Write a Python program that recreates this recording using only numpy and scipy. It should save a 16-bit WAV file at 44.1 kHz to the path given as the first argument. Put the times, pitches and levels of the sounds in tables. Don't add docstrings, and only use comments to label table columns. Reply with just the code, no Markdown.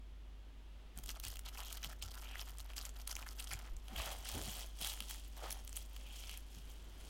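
import sys
import numpy as np
from scipy import signal
from scipy.fft import rfft, irfft, next_fast_len
from scipy.io import wavfile
from scipy.ndimage import uniform_filter1d, map_coordinates

SR = 44100
rng = np.random.default_rng(int(sys.argv[2]) if len(sys.argv) > 2 else 0)


def persist_wave(psi):
    counts = np.round(np.clip(psi, -1, 1) * 32767).astype(np.int16)
    wavfile.write(sys.argv[1], SR, np.atleast_2d(counts).T)


N = 312801


def amp(db):
    return 10 ** (np.asarray(db) / 20)


def unit(x):
    return x / np.sqrt(np.mean(x ** 2) + 1e-20)


def along(points, hz):
    f, v = np.transpose(points)
    return np.interp(np.log(hz + 1), np.log(f + 1), v)


def level(rows):
    s, db = np.transpose(rows)
    t = np.arange(N) / SR
    inside = (t > s[0] - 1 / 30) * (t < s[-1] + 1 / 30)
    return amp(np.interp(t, s, db)) * inside


def wobble(knots_per_s):
    knots = rng.standard_normal(int(N * knots_per_s / SR) + 4)
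    return map_coordinates(knots, [np.arange(N) * knots_per_s / SR])


def filtered(x, response):
    m = next_fast_len(len(x) + 8192)
    return irfft(rfft(x, m) * response(np.fft.rfftfreq(m, 1 / SR)), m)[:len(x)]


def resonance(f, centre_hz, width_hz):
    return 1j * f * width_hz / (centre_hz ** 2 - f * f + 1j * f * width_hz)


def noise(spectrum):
    return unit(filtered(rng.standard_normal(N), lambda f: amp(along(spectrum, f))))


def add(track, s, sound):
    part = track[max(round(s * SR), 0):][:len(sound)]
    part += sound[:len(part)]


def gesture(start_s, length_s, attack_s, release_s, sag_db_per_s):
    t = np.arange(N) / SR - start_s
    swell = np.maximum(-t, 0) / attack_s
    fade = np.maximum(t - length_s, 0) / release_s
    return np.exp(-swell - fade) * amp(-sag_db_per_s * np.clip(t, 0, length_s))


def effort(moves, attack_s, release_s, sag_db_per_s):
    power = 0
    for s, length_s, *levels_db in moves:
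        move = gesture(s, length_s, attack_s, release_s, sag_db_per_s)
        power = power + (amp(levels_db)[:, None] * move) ** 2
    return np.sqrt(power)


def resting(start_s, end_s):
    return gesture(start_s, end_s - start_s, attack_s=.005, release_s=0.079, sag_db_per_s=0)


def grains(starts, pitch_hz, spread, life_s, rough, scatter_db, length, size=220):
    n, k = len(starts), np.arange(size)
    top_hz = SR * rng.uniform(1 / 4, 2 / 5, (n, 1))
    hz = np.minimum(pitch_hz * np.exp(spread * rng.standard_normal((n, 1))), top_hz)
    scatter = np.minimum(rng.exponential(size=(n, 1)), np.pi)
    strength = amp(scatter_db * scatter) * np.sqrt(hz / pitch_hz)
    age = k / SR / life_s * np.sqrt(hz / pitch_hz)
    jitter = rough * np.sqrt(hz / SR) * rng.standard_normal((n, size))
    turns = np.cumsum(hz / SR + jitter, axis=1)
    rings = strength * np.sin(2 * np.pi * turns) * age * np.exp(-age)
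    places = starts.astype(int)[:, None] + k
    return np.bincount(places.ravel(), rings.ravel(), length + size)[:length]


def crackle(rate_per_s, pitch_hz, spread, life_s, rough, scatter_db, clump_db):
    chance = np.cumsum(amp(clump_db * wobble(110)))
    starts = np.searchsorted(chance, rng.random(int(rate_per_s * N / SR)) * chance[-1])
    x = grains(starts, pitch_hz, spread, life_s, rough, scatter_db, N)
    local_power = np.abs(uniform_filter1d(x ** 2, size=2400))
    return unit(x / np.sqrt(local_power + np.mean(x ** 2) / 20))


# t/s, length/s, taut ticking gain/dB, slack crackle gain/dB
PRESSES = [(.975, 0.0244, -66, -63), (1.088, 0.0285, -52, -63), (1.16, 0.0148, -60, -59.5),
           (1.24, 0.1, -55.5, -65.5), (1.46, 0.0305, -54.5, -61), (1.54, .02, -60, -58.5),
           (1.58, 0.207, -55.5, -61), (1.83, 0.0464, -55.5, -60.5), (1.895, 0.0327, -59.5, -60),
           (2.03, 0.213, -59, -64.5), (2.225, 0.134, -64.5, -62), (2.385, 0.0502, -54, -60.5),
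           (2.475, 0.028, -56.5, -62), (2.525, 0.029, -73.5, -63.5), (2.595, 0.0121, -54, -64.5),
           (2.65, 0.0091, -65, -65.5), (2.70, 0.021, -66.5, -60.5), (2.775, 0.095, -55.5, -62),
           (2.878, 0.0203, -66, -65), (2.965, 0.0067, -60.5, -63.5), (2.998, 0.0197, -59, -63),
           (3.098, 0.0308, -51, -57), (3.185, 0.05, -58.5, -58.5), (3.275, 0.058, -59.5, -66),
           (3.38, 0.177, -57, -65), (3.57, 0.123, -67.5, -61)]
# f/Hz, gain/dB
TAUT_COLOUR = [(2000, -15), (3000, 4), (6000, 2.5), (9500, -1), (14500, 4), (16000, -12.5)]
PRESS_ATTACK_S, PRESS_RELEASE_S, PRESS_SAG_DB_PER_S = 0.0149, 0.00624, 7
PRESSING_FROM_S, PRESSING_TO_S = .97, 3.85
REST_TAUT_DB, REST_SLACK_DB = -74, -82.5


def pressing():
    taut_gain, slack_gain = effort(PRESSES, PRESS_ATTACK_S, PRESS_RELEASE_S, PRESS_SAG_DB_PER_S)
    rest = resting(PRESSING_FROM_S, PRESSING_TO_S)
    taut = crackle(rate_per_s=570, pitch_hz=6846, spread=0.5233, life_s=0.000252, rough=0.2865,
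                   scatter_db=3.0, clump_db=5)
    taut = unit(filtered(taut, lambda f: amp(along(TAUT_COLOUR, f))))
    slack = crackle(rate_per_s=750, pitch_hz=1186.6, spread=0.503, life_s=0.00071, rough=0.299,
                    scatter_db=4.0, clump_db=3.5)
    ticking = np.hypot(taut_gain, amp(REST_TAUT_DB) * rest) * taut
    crackling = np.hypot(slack_gain, amp(REST_SLACK_DB) * rest) * slack
    return ticking + crackling


# f/Hz, relative level/dB per Hz
RASP_COLOUR = [(1200, -44.5), (2300, -3.5), (3200, 7.5), (4000, 2.5), (7000, 0), (11000, -5), (16000, -9.5)]
SMOOTHING_FROM_S, SMOOTHING_TO_S = 3.85, 7.0
REST_RIM_DB = -68.5


def smoothing(drag):
    fine = crackle(rate_per_s=1100, pitch_hz=6973, spread=0.534, life_s=0.000242, rough=0.214,
                   scatter_db=7, clump_db=4)
    rasp = unit(noise(RASP_COLOUR) * amp(2.5 * wobble(500) + wobble(40)))
    contact = np.hypot(drag, amp(REST_RIM_DB) * resting(SMOOTHING_FROM_S, SMOOTHING_TO_S))
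    return contact * (amp(-4.0) * fine + amp(-3.5) * rasp)


# t/s, peak before trim and film filter/dB, patch f/Hz, crack gain re patch ring/dB
SNAPS = [(0.975, -32.5, 8510, -9), (0.987, -31.5, 920, 23), (1.037, -36, 3910, 16), (1.06, -33, 8500, -9),
         (1.091, -28.5, 3215, -3), (1.199, -31.5, 3180, 4.5), (1.238, -31.5, 2690, 3),
         (1.25, -27, 3210, 15), (1.282, -28.5, 13100, 2.5), (1.357, -34.5, 3300, 2),
         (1.369, -33, 2810, -0.5), (1.392, -29.5, 4620, 9), (1.574, -36.5, 2620, -5.5),
         (1.59, -38, 1156, -0.5), (1.603, -31, 2910, -4), (1.727, -31, 3410, 3.5), (1.772, -33.5, 3160, 1),
         (1.83, -38.5, 3430, 4.5), (1.845, -30, 2980, -11.5), (1.93, -42, 1725, -1), (2.024, -30, 3270, 0),
         (2.143, -37.5, 1295, 11), (2.176, -41.5, 1500, -6), (2.355, -33, 1907, -25),
         (2.394, -31, 3420, -22), (2.413, -33, 4970, -24.5), (2.584, -34, 8200, -6.5),
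         (2.602, -33.5, 4030, -7.5), (2.701, -41.5, 3200, -17.5), (2.734, -40.5, 2680, -8.5),
         (2.767, -31, 4500, 5.5), (2.78, -26.5, 4800, -17), (2.812, -34.5, 4860, -20.5),
         (2.852, -26.5, 7100, -35), (2.892, -34.5, 7240, -20), (3.075, -22, 2726, 10),
         (3.113, -28, 5720, -15), (3.153, -27.5, 6350, -17), (3.165, -27.5, 2344, -1.5),
         (3.226, -36.5, 2570, -15.5), (3.265, -38.5, 1520, -0.5), (3.288, -33, 5380, -26),
         (3.401, -29, 4970, -2), (3.442, -33.5, 8720, -19.5), (3.473, -36, 5730, -13.5),
         (3.514, -32, 2230, -4.5), (3.535, -29.5, 4650, -4), (3.59, -38, 1420, 18.5),
         (3.766, -40, 7040, -13), (3.882, -38, 3270, -3.5), (4.632, -39, 3160, -5), (4.812, -27, 2960, 2.5),
         (4.846, -22.5, 3364, -5.5), (4.872, -25.5, 3200, 13.5), (4.937, -31.5, 3200, -1),
         (5.004, -25.5, 2970, -4), (5.023, -36, 3100, 0.5), (5.109, -29.5, 3170, 23),
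         (5.506, -26.5, 3340, 10), (5.648, -35.5, 13000, -17.5), (5.676, -34.5, 3450, 6.5),
         (5.693, -35.5, 8000, -23), (5.728, -32.5, 6100, -16.5), (5.759, -32, 7000, -9.5),
         (5.772, -34, 3190, -14.5), (5.964, -37.5, 3130, -2.5), (6.294, -31, 2890, -3.5),
         (6.313, -36.5, 2770, -2.5), (6.374, -30, 11700, -11.5)]
FLUTTER_BEFORE_S, FLUTTER_AFTER_S = .0013, .002
CRACK_S, SNAP_TRIM_DB = .0004, -0.5


def snaps(cycles=1.687, flutter_db=-22, side_db=-9, side_s=.0016, wide_ratio=0.424, wide_db=-16):
    out, t = np.zeros(N), np.arange(-(SR // 100), SR // 40) / SR
    since, until = np.maximum(t, 0), np.maximum(-t, 0)

    def burst(u):
        return np.exp(-np.maximum(u, -2 * u) / CRACK_S)

    def ring(turns, life):
        return np.sin(2 * np.pi * turns) * (1 - np.exp(-5 * turns)) * np.exp(-turns / life)

    for s, db, hz, crack_db in SNAPS:
        turns = hz * since * (1 + hz * since / 100) ** -.1
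        patch = ring(turns, cycles) + amp(wide_db) * ring(wide_ratio * turns, cycles / 2)
        crack, flutter = rng.standard_normal((2, len(t)))
        early_s, late_s = side_s * rng.uniform(.6, 2, 2)
        side_cracks = burst(t + early_s) + burst(t - late_s)
        crack = crack * (burst(t) + amp(side_db) * side_cracks)
        crack = filtered(crack, lambda f: resonance(f, 6100, 11600))
        flutter = flutter * np.exp(-since / FLUTTER_AFTER_S - until / FLUTTER_BEFORE_S)
        flutter = filtered(flutter, lambda f: f / np.hypot(f, hz / 2))
        snap = patch + amp(crack_db) * crack
        snap = snap / np.abs(snap).max() + amp(flutter_db) * flutter
        add(out, s + t[0] + 1 / 1000, amp(db) * snap)
    return amp(SNAP_TRIM_DB) * out


# t/s, length/s, rms before trim and film filter/dB, grain f/Hz, pitch spread/log ratio
RUNS = [(1.09, 0.022, -53, 3130, 0.526), (1.23, 0.0564, -54, 3030, 0.452),
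        (1.457, 0.0373, -56, 3140, 0.205), (1.572, 0.065, -58.5, 976, 0.14),
        (1.588, 0.1495, -60, 3194, 0.107), (1.828, 0.0207, -47, 3767, 0.732),
        (2.012, 0.0265, -50, 4890, 0.546), (2.141, 0.0395, -63, 1400, 0.138),
        (2.218, 0.2106, -59, 2870, 0.087), (2.309, 0.108, -66.5, 1450, 0.19),
        (2.76, 0.0311, -50.5, 5520, 0.434), (3.261, 0.01236, -53, 1445, 0.188),
        (3.391, 0.01684, -47, 4626, 0.63), (3.504, 0.0364, -46, 3392, 0.889),
        (3.956, .09, -50, 3070, 0.138), (4.067, .025, -56, 1610, 0.21), (4.244, 0.055, -50.5, 3750, 0.392),
        (4.811, 0.0944, -54, 3407, 0.134), (5.408, 0.0716, -57.5, 1146, 0.097),
        (5.509, .02, -44.5, 6753, 0.565), (5.762, 0.014, -43, 7616, 0.434),
        (5.993, 0.321, -63, 2978, 0.109), (6.279, 0.1065, -60, 2800, 0.132)]
RUN_TRIM_DB = -1.5


def runs(rate_per_s=1000):
    out = np.zeros(N)
    for s, length_s, db, hz, spread in RUNS:
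        n = int(length_s * SR) + 1
        starts = rng.beta(1.6, 1.6, int(rate_per_s * n / SR) + 1) * n
        run = grains(starts, hz, spread, life_s=0.000527, rough=0.087, scatter_db=5.0,
                     length=n + SR // 200)
        add(out, s, amp(db + RUN_TRIM_DB) * unit(run))
    return out


# f/Hz, width/Hz, gain/dB
CAVITY = [(725, 187, 0), (1314.7, 85.5, 0)]


def film_colour(f):
    cavity = sum(amp(db) * resonance(f, hz, width_hz) for hz, width_hz, db in CAVITY)
    bass_cut = (1j * f / (1j * f + 450)) ** 2
    microphone = -.7j * resonance(f, 3361, 200)
    return bass_cut * (1 + cavity + microphone)


def film(drag):
    return filtered(pressing() + smoothing(drag) + snaps() + runs(), film_colour)


# f/Hz, relative level/dB per Hz
RUB_COLOUR = [(150, -10), (450, -7.5), (750, 4), (1050, -3), (1700, -7), (2300, -7.5), (4000, -13),
              (10000, -47.5)]


def palms(rub):
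    return rub * unit(noise(RUB_COLOUR) * amp(3.87 * wobble(250)))


# t/s, length/s, rms before trim/dB, centre f/Hz
NUDGES = [(.95, 0.0707, -58.5, 129.4), (1.069, 0.045, -64.5, 258), (1.244, 0.0634, -53, 81),
          (1.819, 0.084, -59.5, 139), (2.005, 0.102, -56, 77.5), (3.495, 0.082, -52.5, 89),
          (3.671, 0.146, -45, 21.2), (3.898, 0.0584, -55, 181.6), (3.931, 0.1204, -44.5, 57),
          (4.301, 0.178, -49, 68.3), (4.327, 0.0827, -49.5, 268.5), (4.339, 0.132, -57.5, 414),
          (4.45, 0.073, -51.5, 159.5), (4.776, 0.094, -61.5, 199), (4.995, 0.0545, -60.5, 167),
          (5.403, 0.083, -55.5, 513), (6.554, 0.047, -57.5, 127.7)]
NUDGE_TRIM_DB = -3


def bowl():
    out = np.zeros(N)
    for s, length_s, db, hz in NUDGES:
        n = int(length_s * SR) + 2
        scuff = filtered(rng.standard_normal(n), lambda f: resonance(f, hz, 0.696 * hz) ** 2)
        add(out, s, amp(db + NUDGE_TRIM_DB) * unit(scuff * np.hanning(n)))
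    return out


# f/Hz, t60/s
KITCHEN_T60 = [(200, 0.453), (3000, 0.118), (14000, 0.19)]


def kitchen(x):
    hz, t, z = signal.stft(rng.standard_normal(SR // 3), SR, nperseg=256)
    decay = amp(-60 * t / along(KITCHEN_T60, hz)[:, None])
    tail = signal.istft(z * decay, SR, nperseg=256)[1]
    delayed = np.pad(x, (SR // 300, 0))
    return signal.fftconvolve(delayed, tail / np.linalg.norm(tail))[:N]


# t/s, level/dB
HUM_LEVEL = [(0, -49), (.5, -51), (.93, -53.5), (1, -48), (6, -48), (7.09, -50.5)]
# f/Hz, level re hum/dB
HUM_LINES = [(50, -2.5), (81, -26), (250, -29.5)]
# t/s, level/dB
THROB_LEVEL = [(.94, -99), (.98, -53.5), (1.3, -57.5), (1.7, -69), (2.5, -66.5), (7.09, -73.5)]
# f/Hz, relative level/dB per Hz
AIR_COLOUR = [(20, 15.5), (70, 14.5), (130, 2), (230, 2), (350, 0.5), (500, -3.5), (750, -5), (1600, -10),
              (2400, -10.5), (3200, -7), (4200, -15), (8000, -23.5), (16000, -29)]
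# t/s, level/dB
AIR_LEVEL = [(0, -63), (.9, -60.5), (1.2, -61.5), (6.5, -60.5), (7.09, -57)]
HUM_DRIFT_RAD, THROB_DRIFT_RAD, THROB_HZ = 0.28, 0.32, 37.6


def background():
    t = np.arange(N) / SR

    def tone(hz, drift_rad):
        return np.sqrt(2) * np.sin(2 * np.pi * hz * t + drift_rad * wobble(1.484))

    hum = sum(amp(db) * tone(hz, HUM_DRIFT_RAD) for hz, db in HUM_LINES)
    throb = tone(THROB_HZ, THROB_DRIFT_RAD)
    return level(HUM_LEVEL) * hum + level(THROB_LEVEL) * throb + level(AIR_LEVEL) * noise(AIR_COLOUR)


# t/s, length/s, film rasp gain/dB, palm rub gain/dB
STROKES = [(3.905, 0.089, -71.5, -57), (3.975, 0.1467, -48.5, -51.5), (4.18, 0.063, -58, -63),
           (4.275, 0.3414, -48, -57), (4.82, 0.0835, -45, -58), (4.94, 0.101, -57, -67.5),
           (5.10, 0.0233, -48.5, -63), (5.18, 0.093, -64.5, -84), (5.37, 0.0152, -59, -60),
           (5.44, 0.042, -56, -53), (5.56, 0.0135, -58, -63), (5.765, 0.0397, -56, -72.5),
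           (5.93, 0.222, -65, -70.5), (6.15, 0.2045, -55.5, -71.5), (6.53, 0.049, -62, -75),
           (6.69, 0.014, -61, -71), (7.01, 0.076, -62, -77)]
STROKE_ATTACK_S, STROKE_RELEASE_S, STROKE_SAG_DB_PER_S = 0.0246, 0.0428, 5.5


def scene():
    drag, rub = effort(STROKES, STROKE_ATTACK_S, STROKE_RELEASE_S, STROKE_SAG_DB_PER_S)
    near = film(drag) + palms(rub) + bowl()
    return (near + amp(-13.5) * kitchen(near) + background())[None]


TOP_HZ = 16300


def record(dry):
    return np.array([filtered(x, lambda f: f < TOP_HZ) for x in dry])


dry = scene()
out = record(dry)
persist_wave(out)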